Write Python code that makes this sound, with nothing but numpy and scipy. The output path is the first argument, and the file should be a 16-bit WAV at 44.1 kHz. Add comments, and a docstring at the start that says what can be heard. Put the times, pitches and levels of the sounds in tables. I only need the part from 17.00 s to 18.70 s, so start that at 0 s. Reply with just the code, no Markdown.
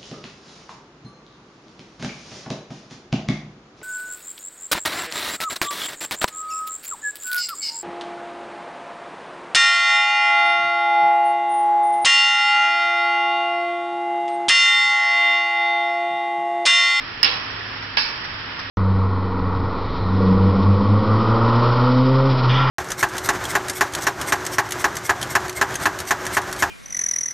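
"""A hard-walled workshop, with a labelling machine cycling once to the right of a stereo pair.
Motors hum and fans and belts rush throughout, with faint knocks from further down the line.
A steel catch snaps shut, bounces and rings; later it lets go and its lever gives a duller clack.
Both reach the microphones directly, then off nearby panels and the walls.
The narrow-band recorder overloads on the snap."""
import sys
import numpy as np
from scipy import signal
from scipy.fft import rfft, irfft
from scipy.io import wavfile

SR = 44100
rng = np.random.default_rng(int(sys.argv[2]) if len(sys.argv) > 2 else 0)


def int16_out(signal):
    """Quantize to a 16-bit WAV file."""
    q = np.round(np.clip(np.atleast_2d(signal).T, -1, 1) * 32767)
    wavfile.write(sys.argv[1], SR, q.astype(np.int16))


N = 74970
TIME = np.arange(N) / SR
BIN_HZ = np.arange(N // 2 + 1) * SR / N
NOISE_TOP_HZ = 6500


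def from_db(db):
    """Decibels to gain."""
    return 10 ** (np.asarray(db) / 20)


def rms_one(x):
    """Scale to unit rms."""
    return x / np.sqrt(np.mean(x ** 2) + 1e-20)


def in_time(rows):
    """Read a table of (time [s], value) at every sample."""
    return np.interp(TIME, *np.transpose(rows))


def at_hz(points, hz):
    """Read a table of (frequency [Hz], value) on a log axis."""
    f, value = np.transpose(points)
    return np.interp(np.log(np.maximum(hz, 1)), np.log(f), value)


def pan(right_db):
    """Gains of the left and right microphones, right_db apart."""
    return from_db(np.array([[-.5], [.5]]) * right_db)


def drift(rate_hz):
    """A slow random wander of unit rms."""
    return rms_one(irfft(rfft(rng.standard_normal(N)) / (1 + (BIN_HZ / rate_hz) ** 2), N))


def noise(colour):
    """Two unrelated noises of one colour, each near unit rms."""
    white = rfft(rng.standard_normal((2, N)))
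    return rms_one(irfft(white * from_db(at_hz(colour, BIN_HZ)) * (BIN_HZ < NOISE_TOP_HZ), N))


def bands(x):
    """Split into third-octave bands: (centre [Hz], signal)."""
    spectrum = rfft(x)
    edges = np.geomspace(18, NOISE_TOP_HZ, 27)
    return [(np.sqrt(lo * hi), irfft(spectrum * (BIN_HZ >= lo) * (BIN_HZ < hi), N))
            for lo, hi in zip(edges, edges[1:])]


def dying(start, t60):
    """An envelope that jumps to 1 at start and falls 60 dB in t60 seconds."""
    return (TIME >= start) * np.exp(-np.log(1000) * np.clip((TIME - start) / t60, 0, 10))


def fans_and_belts():
    """A rush all round the microphones: alike on both in the bass, diffuse above."""
    # spectrum of the rush (frequency [Hz], relative level [dB])
    colour = [(25, -2.5), (45, -5), (75, -5.5), (130, -5.5), (190, -8), (280, -7), (420, -9), (620, -10.5),
              (900, -5.5), (1300, -2.5), (1800, -2), (2300, -5.5), (3100, -5.5), (3900, -12.5), (4500, -12),
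              (5100, -7.5), (5700, -14)]
    # balance across the pair (frequency [Hz], right minus left [dB])
    balance = [(100, 0), (200, 0), (450, -1), (750, 1), (1200, 1), (1900, 5.5), (3000, 3), (4200, 3),
               (5100, 5), (5600, 0)]
    # likeness of the two channels (frequency [Hz], correlation [0 to 1])
    likeness = [(60, .997), (120, .96), (220, .88), (400, .53), (750, .22), (1400, .25), (2700, 0),
                (5000, 0)]
    # level at the microphones (time [s], level [dB])
    level = [(0, -31), (.2, -32.5), (.5, -30), (.82, -31), (.93, -32), (1.2, -30.5), (1.45, -31),
             (1.7, -31.5)]
    flicker_db = 0.3559
    rush = 0
    for hz, (mid, side) in bands(noise(colour)):
        alike = at_hz(likeness, hz)
        stereo = np.sqrt(1 + alike) * mid + np.sqrt(1 - alike) * side * np.array([[1], [-1]])
        rush = rush + stereo * pan(at_hz(balance, hz)) * from_db(flicker_db * drift(rate_hz=15))
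    return from_db(in_time(level)) * rms_one(rush)


def tone(hz, wander):
    """A sine of unit rms whose pitch strays by the fraction wander."""
    pitch_hz = hz * (1 + wander * drift(rate_hz=5.4))
    return np.sqrt(2) * np.sin(2 * np.pi * np.cumsum(pitch_hz) / SR)


def motors():
    """A low hum and the faint, wavering whines of the drives, centred between the microphones."""
    # the hum swells and fades (time [s], level [dB])
    hum_level = [(0, -56), (.3, -49.5), (.58, -43), (.89, -43.5), (1.14, -59.5), (1.34, -41), (1.54, -49.5),
                 (1.7, -43.5)]
    # whines of the drives (frequency [Hz], level [dB])
    whines = [(266, -52.5), (458, -58.5), (1405, -57), (1733, -53.5), (1884, -51)]
    flicker_db = 3.5
    hum = from_db(in_time(hum_level)) * tone(hz=102.92, wander=.012)
    return hum + sum(from_db(db + flicker_db * drift(rate_hz=5)) * tone(hz, wander=0.004658)
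                     for hz, db in whines)


def crack(contacts, colour, t60):
    """Many close, quickly damped modes: a burst of noise at each contact."""
    power = sum((from_db(db) * dying(start, t60)) ** 2 for start, db in contacts)
    return noise(colour) * np.sqrt(power)


def knocks():
    """Small, dull knocks further down the line, half buried in the rush."""
    # each knock (time [s], level [dB])
    contacts = [(.508, -32.5), (.602, -40), (.762, -34), (.826, -29.5), (1.243, -26.5), (1.299, -35),
                (1.592, -25.5)]
    # spectrum of a knock (frequency [Hz], relative level [dB])
    colour = [(300, -24), (1000, -4.5), (1800, 3.5), (3000, -13), (5500, -1)]
    return pan(right_db=3.5) * crack(contacts, colour, t60=0.12)


def workshop(x, hall_db):
    """Quick reflections off the machine's panels, then the hall's tail, slower to build in the bass."""
    # spectrum of the tail (frequency [Hz], relative level [dB])
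    hall_colour = [(200, 9), (450, 6), (900, 0), (2000, -1.5), (3500, 1.5), (4600, 2.5), (5200, 3.5),
                   (5800, -0.5)]
    # reverberation time, longest in the midrange (frequency [Hz], t60 [s])
    hall_t60 = [(200, 0.0081), (900, 1.3024), (2000, 0.69), (3500, .5), (5500, 0.6377)]
    panel_db, panel_build_s = -1, 0.011
    hall = 0
    for hz, band in bands(noise(hall_colour)):
        build_s = 0.017 * np.sqrt(1000 / hz)
        hall = hall + band * dying(0, at_hz(hall_t60, hz)) * (1 - np.exp(-TIME / build_s))
    panels = noise(colour=[(1, 0)]) * dying(0, t60=.17) * (1 - np.exp(-TIME / panel_build_s))
    response = (from_db(hall_db) * rms_one(hall) + from_db(panel_db) * rms_one(panels)) * .5 / np.sqrt(N)
    return pan(right_db=5) * signal.fftconvolve(x[None], response, axes=1)[:, :N]


def ring(contacts, modes):
    """Each contact sets every mode of a steel part ringing."""
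    radiation_hz = 675  # small steel parts radiate little below this
    vibration = sum(from_db(db + mode_db) * dying(start, t60) * np.sin(2 * np.pi * hz * (TIME - start))
                    for start, db in contacts for hz, mode_db, t60 in modes)
    low_cut = signal.butter(2, radiation_hz, "high", fs=SR, output="sos")
    return signal.sosfilt(low_cut, vibration + 1e-18)


def at_microphones(ringing, burst, ring_left_db, hall_db):
    """Ring and crack reach the right microphone head-on, the left shaded; the room answers on both."""
    burst_left_db = -0.5
    ring_to_room_db = -31  # the ring is beamed at the pair; little of it reaches the walls
    direct = ringing * from_db([[ring_left_db], [0]]) + burst * from_db([[burst_left_db], [0]])
    return direct + workshop(burst[1] + from_db(ring_to_room_db) * ringing, hall_db)


def lever():
    """The lever falls back and chatters against its stop."""
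    # a short run of contacts (time [s], relative level [dB])
    contacts = [(.9704, -6), (.9727, 1), (.9775, -4), (.9828, -7), (.9878, -8.5)]
    # ring of lever and bracket, with the contact's tick (frequency [Hz], relative level [dB], t60 [s])
    modes = [(923, -21.5, 0.043), (1043, -22.5, .05), (1143.6, -18.5, 0.086), (1658, -11.5, 0.0405),
             (2350, -24.5, 0.067), (2906, -21, .05), (3117, -22.5, .08), (3723, 2.5, 0.00153),
             (4442, -25, .035), (4724, -20.5, 0.21), (5202, -22.5, 0.078), (5760, -28, .05)]
    # spectrum of the clack's crack (frequency [Hz], relative level [dB])
    colour = [(100, -29.5), (400, -27.5), (700, -16), (1050, 2), (1600, -0.5), (2400, 4), (3700, -5),
              (4900, 2.5), (5300, -2.5), (5800, -4)]
    burst = from_db(-12) * crack(contacts, colour, t60=0.02784)
    return at_microphones(ring(contacts, modes), burst, ring_left_db=-30.5, hall_db=4.5)


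def catch():
    """The steel catch snaps shut and bounces, with a bright ring."""
    # the strike and two bounces (time [s], relative level [dB])
    contacts = [(.2306, -2), (.2455, -4.5), (.2512, -16.5)]
    # ring of the catch; the close pair near 5 kHz beats (frequency [Hz], relative level [dB], t60 [s])
    modes = [(1904.6, -11.5, 0.047), (2130, -23.5, 0.046), (2532, -18, .06), (2834, -10, 0.076),
             (4060, -17, 0.021), (5072.6, -2.5, .06), (5116.7, -2, .06), (5264, -15, 0.074)]
    # spectrum of the snap's crack (frequency [Hz], relative level [dB])
    colour = [(60, -29), (250, -8), (450, -6), (700, -11.5), (1100, 2.5), (1800, 0), (2800, 6.5),
              (3900, -2), (4600, 0.5), (5150, 4), (5800, 1)]
    burst = from_db(-10) * crack(contacts, colour, t60=0.05195)
    return at_microphones(ring(contacts, modes), burst, ring_left_db=-20.5, hall_db=5)


def scene():
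    """The snap and the clack on the right, over the running machinery."""
    return catch() + lever() + knocks() + fans_and_belts() + motors()


def record(dry):
    """The recorder passes a narrow band, clips at full scale, and loses the very top."""
    band_edge_hz, cutoff_hz = 5640, 16000
    hz = np.arange(N + 1) * SR / (2 * N)
    passband = 1 / np.sqrt(1 + (hz / band_edge_hz) ** 220)
    narrow = irfft(rfft(dry, 2 * N) * passband, 2 * N)[:, :N]
    clipped = np.clip(narrow, -1, 1)
    return signal.sosfilt(signal.cheby2(12, 70, cutoff_hz, fs=SR, output="sos"), clipped)


dry = scene()
out = record(dry)
int16_out(out)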